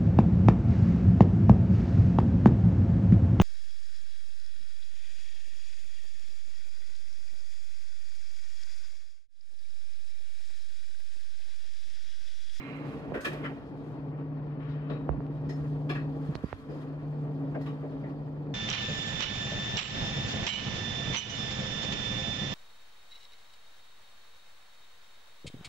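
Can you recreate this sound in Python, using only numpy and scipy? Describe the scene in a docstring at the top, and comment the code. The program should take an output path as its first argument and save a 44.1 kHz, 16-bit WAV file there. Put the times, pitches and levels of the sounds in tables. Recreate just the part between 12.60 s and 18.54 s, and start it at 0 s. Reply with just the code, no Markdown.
"""A suspended rail car climbs away along its steel track overhead, outdoors.
Its drive hums; its wheels rumble, whine faintly and keep car and girder droning. The running gear
scrapes at first, then clanks over track fittings, all coloured by the same steelwork. A pillar
briefly shades the treble. Fingers tap, bump and scuff the hand-held recorder by its right microphone."""
import sys
import numpy as np
from scipy import signal
from scipy.fft import irfft, next_fast_len
from scipy.io import wavfile
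from scipy.ndimage import uniform_filter1d

SR = 44100
rng = np.random.default_rng(int(sys.argv[2]) if len(sys.argv) > 2 else 0)


def inscribe(sig):
    """Save sig as 16-bit PCM at rate SR to the path in sys.argv[1].

    A 1-D sig is mono; a 2-D sig holds one channel per row.
    Samples are clipped to [-1, 1] before scaling.
    """
    pcm = np.round(np.clip(np.atleast_2d(sig).T, -1, 1) * 32767)
    wavfile.write(sys.argv[1], SR, pcm.astype(np.int16))


N = 261954

# slow swell of the drive hum: t/s, level/dB
HUM_SWELL = [(0, -36.5), (.45, -44), (.82, -36), (1.12, -44), (1.5, -35), (2.2, -31.5), (2.55, -34),
             (3.22, -28.5), (3.5, -31.5), (4.25, -38), (4.6, -30), (4.95, -32.5), (5.45, -37), (5.94, -33)]
# side that the car is heard from: t/s, left over right/dB
CAR_PAN = [(0, -1), (.8, 0), (1.2, 5), (2.5, 7.5), (2.8, 2.5), (5.94, 0.5)]
# upper wheel noise fading as the car moves off: t/s, level over its far level/dB
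NEARNESS = [(0, 6), (.82, 2.5), (1.08, -0.23), (5.3, 0.5), (5.94, -3.5)]
# the wheels rub harder for a moment: middle t/s, length/s, boost/dB
RUBS = [(.32, 0.14, 5.5), (1.3, 0.13, 4), (3.06, 0.19, 5), (3.8, 0.46, 6.5), (4.18, 0.15, 6)]
SHADE_SIZZLE_DB, SHADE_HISS_DB, SHADE_RATTLE_DB = -5, -8, -11.5   # treble lost behind the pillar


def from_db(db):
    """Decibels to gain."""
    return 10 ** (np.asarray(db) / 20)


def rms_one(x):
    """Scale to unit power."""
    return x / np.sqrt(np.mean(x ** 2) + 1e-20)


def in_time(curve):
    """A curve of (time, value) points at every sample."""
    return np.interp(np.arange(N) / SR, *np.transpose(curve))


def at_hz(points, hz):
    """Read a spectrum on a log-frequency axis."""
    pitches, values = np.transpose(points)
    return np.interp(np.log(hz), np.log(pitches), values)


def panned(db):
    """Left and right gains; positive dB leans left."""
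    return from_db(np.array([[.5], [-.5]]) * db)


def passing(t, middle_s, length_s):
    """Rises smoothly from 0 to 1, holds and falls again."""
    away = np.square(2 * (t - middle_s) / length_s)
    return np.exp2(-np.minimum(away * away, 60))


def spells(rows):
    """Smooth bumps from rows of (middle, length, dB, ..): one curve per dB column."""
    t = np.arange(N) / SR
    return sum(np.outer(db, passing(t, s, length)) for s, length, *db in rows)


def drift(rate_hz):
    """Smooth random wander with unit power."""
    hop, settle = 40, 2000
    pole = np.exp(-2 * np.pi * rate_hz * hop / SR)
    white = rng.standard_normal(N // hop + settle + 2)
    slow = signal.lfilter([1], [1, -2 * pole, pole * pole], white)[settle:]
    return np.interp(np.arange(N) / hop, np.arange(len(slow)), rms_one(slow))


def resonate(x, hz, width_hz):
    """One resonance with unit gain at its peak."""
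    r = np.exp(-np.pi * width_hz / SR)
    poles = [1, -2 * r * np.cos(2 * np.pi * hz / SR), r * r]
    return signal.lfilter(np.array([1, 0, -1]) * (1 - r * r) / 2, poles, x + 1e-18)


def spread(pair, hz):
    """Two unrelated signals become left and right, as alike as the air leaves them at this pitch."""
    # sound that reaches both microphones alike: f/Hz, share
    likeness = [(50, 0.19), (110, 0.42), (300, 0.85), (700, 0.69), (2400, 0.4), (5000, 0.089),
                (14000, 0.093)]
    alike = at_hz(likeness, hz)
    return np.sqrt((1 + alike) / 2) * pair[0] + np.sqrt((1 - alike) / 2) * pair[1] * [[1], [-1]]


def noise(colour_db, size):
    """Stereo noise whose density follows a function of pitch; 0 dB over one kilohertz has unit power."""
    count = next_fast_len(size, real=True)
    hz = np.maximum(np.arange(count // 2 + 1) * SR / count, 1)
    white = rng.standard_normal((2, len(hz), 2)) @ [1, 1j]
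    spectrum = spread(white, hz) * from_db(colour_db(hz))
    return irfft(spectrum, count)[:, :size] * np.sqrt(count * SR / 4000)


def narrow_noise(hz, width_hz):
    """A resonance shaken at random, in stereo, with steep skirts and unit power."""
    shaking = spread(rng.standard_normal((2, N)), hz)
    return rms_one(resonate(resonate(shaking, hz, width_hz), hz, 4 * width_hz))


def behind_pillar(t):
    """How far the pillar hides the car, from 0 to 1."""
    return passing(t, middle_s=2.02, length_s=1.37)


def drive_hum(dip_db, hum_hz=148.47, wander_hz=.33):
    """Clean tones share the drive's near-steady speed; each throbs in its own way with the load."""
    # tones of the drive: multiple of its pitch, level/dB, throb depth/dB, throb rate/Hz
    tones = [(1, -3.7, 1.15, 6.6), (1.835, -14.5, 3.4, 3.5)]
    phase = 2 * np.pi * np.cumsum(hum_hz + wander_hz * drift(5.5)) / SR
    out = 0
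    for ratio, db, throb_db, throb_hz in tones:
        load = drift(throb_hz)
        throb = rms_one(load - uniform_filter1d(load, int(1.65 * SR / throb_hz)))
        out += np.sqrt(2) * np.sin(ratio * phase) * from_db(db + throb_db * throb)
    return out * from_db(in_time(HUM_SWELL) + dip_db) * panned(.67)


def drones(rumble_db, hum_share=.38, usual_hum_db=-35, steadiness=.029):
    """Wheels and drive keep the low resonances of car and girder swelling and beating."""
    # resonances of car and girder: f/Hz, width/Hz, level against the rumble/dB
    modes = [(274.5, 8.4, 2.5), (298.8, 8, -3.5), (130.2, 9.7, -1), (446.9, 14, -5)]
    out = 0
    for hz, width_hz, db in modes:
        swell = drift(width_hz) + 1j * drift(width_hz)
        swell /= (np.abs(swell) + .17) ** steadiness
        carrier = np.exp(2j * np.pi * hz * np.arange(N) / SR)
        out += from_db(db) * rms_one(np.real(swell * carrier))
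    shaking_db = rumble_db + hum_share * (in_time(HUM_SWELL) - usual_hum_db)
    return out * from_db(shaking_db) * panned(.74)


def rolling_band(low_hz, high_hz):
    """The noise of wheels on steel between two soft edges, with unit power."""
    # spectrum of the rolling: f/Hz, density/dB
    colour = [(25, -38.5), (40, 5.5), (55, 11), (90, 4.5), (180, 9.5), (350, 5.5), (550, 2.5), (900, -4),
              (1500, -13.5), (2500, -23), (3600, -29), (5200, -38), (6000, -37), (9000, -43), (15000, -47)]

    def band_db(hz):
        return at_hz(colour, hz) - 10 * np.log10(1 + (low_hz / hz) ** 24 + (hz / high_hz) ** 24)
    return rms_one(noise(band_db, N))


def rolling(rumble_db, patchy_db=1.5, jolt_db=.34, rustle_db=-60, sizzle_db=-75.5, hiss_db=-83.5):
    """Wheel noise over a deep rumble: jolts shake it, rubs brighten it, the pillar dulls it."""
    # deep rumble of air and grip on the case: t/s, level/dB
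    air_and_grip = [(0, -68), (.4, -52.5), (1.2, -57.5), (2.6, -52.5), (3.75, -52), (4.05, -54),
                    (5.94, -55.5)]
    edges_hz = [20, 100, 1000, 3100, 5700, 20000]
    shake_db = jolt_db * drift(20)
    deep, low, rustle, sizzle, hiss = [rolling_band(a, b) * from_db(shake_db + patchy_db * drift(19))
                                       for a, b in zip(edges_hz, edges_hz[1:])]
    pan_db, rub_db = in_time(CAR_PAN), spells(RUBS)[0]
    hidden = behind_pillar(np.arange(N) / SR)
    upper = (rustle * from_db(rustle_db + .36 * rub_db)
             + sizzle * from_db(sizzle_db + .78 * rub_db + SHADE_SIZZLE_DB * hidden)
             + hiss * from_db(hiss_db + rub_db + SHADE_HISS_DB * hidden))
    return (deep * from_db(in_time(air_and_grip)) * panned(-4)
            + low * from_db(rumble_db + 4) * panned(.19 * pan_db)
            + upper * from_db(in_time(NEARNESS)) * panned(pan_db))


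def whine(pan_db=6, pulse_db=2, rub_share=.36):
    """The wheels sing in thin, pulsing notes that swell with every rub and fade behind the pillar."""
    # notes of the rubbing wheels: f/Hz, width/Hz, level/dB
    notes = [(2400, 37, -84.5), (3090, 25, -90.5), (4270, 45, -90.5), (4596, 120, -85.5)]
    singing = sum(from_db(db + pulse_db * drift(11)) * narrow_noise(hz, width_hz)
                  for hz, width_hz, db in notes)
    shade_db = SHADE_SIZZLE_DB * behind_pillar(np.arange(N) / SR)
    return singing * from_db(rub_share * spells(RUBS)[0] + shade_db) * panned(pan_db)


def scrape(grain_db=1.5, pan_db=-10, squeal_fade_db_per_s=21.5):
    """A sliding contact rasps and squeals on the rail as the car moves off; the squeal dies first."""
    # envelope of the scrape: t/s, level/dB
    envelope = [(0, -53), (.15, -55.5), (.3, -59), (.45, -65.5), (.9, -55.5), (1.1, -91)]
    # spectrum of the rasp: f/Hz, density/dB
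    colour = [(300, -37.5), (1200, -3), (1700, -5.5), (2600, -5.5), (3400, -18), (4400, -32), (6000, -52),
              (14000, -42.5)]
    # rough squeal of the contact: f/Hz, width/Hz, level/dB
    notes = [(2140, 90, -1), (2390, 240, -4.5), (2790, 28, -9), (4010, 70, -14)]
    rasp = noise(lambda hz: at_hz(colour, hz), N)
    squeal = sum(from_db(db) * narrow_noise(hz, width_hz) for hz, width_hz, db in notes)
    squeal *= from_db(-squeal_fade_db_per_s * np.arange(N) / SR)
    return (rasp + squeal) * from_db(in_time(envelope) + grain_db * drift(60)) * panned(pan_db)


def steelwork(x):
    """The steel colours what wheels and running gear excite, like a chain of peaking filters."""
    # resonances (+) and dead spots (-) of the steel: f/Hz, width/Hz, gain/dB
    peaks = [(1140, 40, 5), (1360, 40, 3), (1720, 80, 4), (1880, 60, 6), (2430, 50, 7), (2500, 50, -5),
             (2600, 90, 4), (2850, 50, 3), (2950, 50, -6), (3030, 50, 4), (3170, 70, 4), (3420, 60, 5),
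             (3570, 90, -6), (3810, 60, 7), (4110, 80, -7), (4240, 70, 8), (4400, 80, -4), (4770, 80, 4),
             (5240, 160, 8), (5650, 250, -5), (6550, 200, 5), (7300, 100, 3), (8400, 250, 5)]
    sections = []
    for hz, width_hz, db in peaks:
        gain, half_width = from_db(db / 2), np.pi * width_hz / SR
        tuning = -2 * np.cos(2 * np.pi * hz / SR)
        zeros = [1 + half_width * gain, tuning, 1 - half_width * gain]
        poles = [1 + half_width / gain, tuning, 1 - half_width / gain]
        sections.append(np.array(zeros + poles) / poles[0])
    return signal.sosfilt(sections, x)


def taps(sag=.46, sag_s=.0077):
    """A fingertip makes one dead tick, then the case gives a low thud that sinks in pitch."""
    # fingers on the case: t/s, tick level/dB, case f/Hz, fingertip cut-off/Hz,
    # thud level/dB, thud f/Hz, thud t60/s, left microphone gain/dB
    touches = [(.5203, -19.5, 560, 520, -45, 150, .03, -12), (.733, -29, 900, 500, -55, 150, .03, -7),
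               (2.4918, -11, 1100, 520, -18, 58, .2, -25), (2.578, -34, 200, 400, -23, 135, .07, -12),
               (2.6048, -29.5, 730, 1020, -50, 100, .04, -10), (2.666, -46, 520, 3800, -55, 100, .04, -3),
               (2.699, -30, 210, 400, -45, 150, .03, 0), (2.867, -28, 130, 400, -33, 150, .05, 0),
               (2.998, -29, 450, 500, -32, 66, .2, -20), (3.688, -40, 300, 400, -20, 135, .08, -5),
               (3.754, -19, 220, 5300, -26, 110, .06, -12), (3.8365, -25, 260, 400, -31, 62, .13, -9),
               (3.8405, -17.5, 180, 450, -25, 128, .05, -9), (3.9286, -18.5, 360, 2050, -29, 88, .09, -11)]
    out, t = np.zeros((2, N)), np.arange(int(.3 * SR)) / SR
    for s, tick_db, case_hz, soft_hz, thud_db, thud_hz, t60, left_db in touches:
        fingertip = signal.butter(3, soft_hz, fs=SR, output="sos")
        tick = signal.sosfilt(fingertip, resonate(-1.0 * (t == 0), case_hz, 1.3 * case_hz))
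        lag = np.exp(-2 * np.pi * case_hz / SR)
        tick = signal.lfilter([-lag, 1], [1, -lag], tick)   # lows cross the case more slowly than highs
        phase = 2 * np.pi * np.cumsum(thud_hz * (1 + sag * np.exp(-t / sag_s))) / SR
        thud = signal.sosfilt(fingertip, -np.sin(phase) * from_db(-60 * t / t60))
        tap = from_db(tick_db) * tick / np.abs(tick).max() + from_db(thud_db) * thud
        start = int(s * SR)
        out[:, start:start + len(t)] += from_db([[left_db], [0]]) * tap
    return out


def struck_ring(burst, hz):
    """A part shaken by a burst of contacts rings near its own pitch, with the power of the burst."""
    width_hz = 34 + .03 * hz   # higher rings die sooner
    contacts = spread(rng.standard_normal((2, len(burst))), hz) * burst
    ring = resonate(resonate(contacts, hz, width_hz), hz, hz / 2)
    return rms_one(ring) * np.sqrt(np.mean(burst ** 2))


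def crash(s, near_db, body_db, edge_db, size):
    """The noise of a clank at time s: a near one bites and rattles more, the pillar shades its top."""
    # spectrum of clashing steel: f/Hz, density/dB
    colour = [(90, -21.5), (220, 6), (380, 10.5), (600, 8), (800, -6.5), (1200, -2), (1800, -7),
              (2600, -11), (3400, -14.5), (5000, -22), (7000, -26.5), (10000, -29.5), (14000, -30)]
    bite_db = edge_db / 2 + .51 * near_db
    rattle_db = edge_db - 7.5 + 2.37 * near_db + SHADE_RATTLE_DB * behind_pillar(s)
    tone = [(550, body_db), (1100, 0), (2400, 0), (3200, bite_db), (4300, edge_db), (9000, rattle_db)]
    # while the car is close, its highest rattle lies to the left
    right_cut = [(3000, 0), (8000, 13 * np.clip(2.7 - s, 0, 1))]
    return noise(lambda hz: at_hz(colour, hz) + at_hz(tone, hz) - at_hz(right_cut, hz) * [[0], [1]], size)


def clanks(chatter_db=.5, tail_db=-18, tail_s=.065):
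    """Each clank is a burst of tiny contacts that rings the struck part and dies along the girder."""
    # running gear on track fittings: t/s, level/dB, rise/s, fall/s, low body/dB, hard edge/dB,
    # rings of the struck part [(f/Hz, level/dB), ..]
    hits = [(.535, -38.5, 0.012, 0.049, -1, -10, [(1540, -4.5), (1930, -12.5), (3050, -27)]),
            (0.546, -61, 0.0023, .008, -1, -16, [(1400, -13), (3700, -22)]),
            (0.603, -65, 0.0063, 0.065, -12, 25, [(6450, -1), (8400, -4)]),
            (.641, -34, 0.014, 0.022, -13.5, 4.5, [(1098, -15), (1750, -3), (2449, -6.5), (2620, -13),
            (3150, -12), (3817, -18)]), (.662, -40.5, 0.0068, 0.016, -3, 0, [(361, 6.5), (1750, -2)]),
            (.712, -46, 0.01, 0.12, -1.5, -4, [(1910, -16)]),
            (0.728, -64.5, 0.005, 0.01, 3, 23, [(5240, -3)]),
            (0.819, -38.5, 0.042, 0.018, -11, -10.5, [(1350, -6.5), (1600, -8.5), (2040, -6.5),
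            (3050, -13)]), (1.19, -69.5, 0.014, 0.035, 0, 0.5, [(3950, -7.5)]),
            (1.99, -54.5, 0.015, 0.64, -11, -8, [(3030, -19)]),
            (2.071, -70.5, 0.031, 0.055, 5, 17, [(3720, -2), (4700, -13)]),
            (2.294, -46.5, 0.0066, 0.046, 2, -3, [(460, 4), (1160, -7), (2580, -15), (3870, -14)]),
            (2.886, -55, 0.011, 0.034, 9.5, 11, [(1890, 2), (4250, -12.5), (5260, -7), (6420, -13)]),
            (2.894, -73.5, 0.0035, 0.0054, 3, 28, [(6500, 7.5)]),
            (3.288, -38, 0.013, 0.027, -9.5, -0.5, [(370, 0.5), (715, -6), (1145, -6.5), (1680, -5.5),
            (2330, -7), (2720, -9.5), (3400, -12), (4240, -20), (5200, -24.5)]),
            (3.346, -42, 0.0069, 0.039, -10, -6, [(1690, -6), (1880, -12), (2570, -10.5), (4240, -22)]),
            (4.08, -61.5, 0.032, 0.074, 13.5, -6, [(4900, -10.5)]),
            (4.940, -47, 0.014, 0.015, 3.5, -16, [(615, 10.5), (1550, -2.5), (2150, -15)]),
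            (5.005, -61.5, 0.012, 0.04, -13, 13.5, [(1920, 2)]),
            (5.057, -47.5, 0.0069, 0.042, -14, -2, [(1140, -5.5), (2900, -14), (3850, -21)]),
            (5.222, -57, 0.0098, 0.038, 13.5, -18.5, [(640, 10.5)]),
            (5.426, -55, 0.019, 0.029, 7, -21, [(1900, -2.5), (2200, -12)]),
            (5.489, -59.5, 0.0083, .022, -8, 0, [(1140, 3)])]
    out, t = np.zeros((2, N)), np.arange(int(.56 * SR)) / SR
    ending = np.minimum((t[-1] - t) / .2, 1) ** 2
    chatter = rms_one(from_db(chatter_db * drift(200)))
    pan_db, near_db = in_time(CAR_PAN), in_time(NEARNESS)
    for s, db, rise, fall, body_db, edge_db, modes in hits:
        start, after = int(s * SR), np.maximum(t - rise, 0)
        attack = np.sin(np.pi / 2 * np.minimum(t / rise, 1)) ** 2
        decay = np.exp(-after / fall) + from_db(tail_db) * np.exp(-after / tail_s)
        burst = attack * decay * ending
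        clash = burst * crash(s, near_db[start], body_db, edge_db, len(t))
        ring = sum(from_db(mode_db) * struck_ring(burst, hz) for hz, mode_db in modes)
        span = slice(start, start + len(t))
        clank = clash[:, :N - start] * chatter[span] + ring[:, :N - start]
        out[:, span] += clank * from_db(db) * panned(pan_db[start])
    return out


def scuffs(pan_db=-9):
    """Skin slides briefly on the case, with a rasp or a small squeak."""
    # finger slides: middle t/s, length/s, f/Hz, width/Hz, level/dB
    slides = [(3.757, 0.017, 4170, 600, -56), (3.87, 0.07, 4730, 260, -73),
              (3.912, 0.065, 1510, 765, -60.5)]
    t = np.arange(N) / SR
    return sum(from_db(db) * passing(t, s, length) * narrow_noise(hz, width_hz)
               for s, length, hz, width_hz, db in slides) * panned(pan_db)


def scene(right_lag_samples=8):
    """The car is heard a little earlier on the left; the fingers are on the recorder itself."""
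    # rumble of the rolling wheels: t/s, level/dB
    rumble = [(0, -53.5), (.3, -43.5), (.48, -46), (1.4, -47.5), (2.05, -50.5), (2.42, -47), (3.1, -48.5),
              (3.45, -46), (4.4, -50.5), (4.78, -47.5), (5.3, -47), (5.65, -49), (5.94, -47.5)]
    # brief dips in the low sounds: middle t/s, length/s, hum change/dB, rumble change/dB
    dips = [(.03, 0.12, -16, 2.5), (.62, 0.11, -34, -4), (1.01, 0.15, -9, -3.5), (3.905, 0.28, -24, -9.5)]
    hum_dip_db, rumble_dip_db = spells(dips)
    rumble_db = in_time(rumble) + rumble_dip_db
    lows = drive_hum(hum_dip_db) + drones(rumble_db)
    left, right = lows + steelwork(rolling(rumble_db) + whine() + scrape() + clanks())
    car = np.array([left, np.pad(right, (right_lag_samples, 0))[:N]])
    return car + taps() + scuffs()


def record(dry, bass_cut_hz=42, top_cut_hz=15000):
    """The microphones lose the deepest bass; the top is cut."""
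    bass_cut = signal.butter(6, bass_cut_hz, "high", fs=SR, output="sos")
    top_cut = signal.ellip(10, .2, 80, top_cut_hz, fs=SR, output="sos")
    fade_out = np.minimum(np.arange(N)[::-1] / (.003 * SR), 1)
    return signal.sosfilt(top_cut, signal.sosfilt(bass_cut, dry)) * fade_out


dry = scene()
out = record(dry)
inscribe(out)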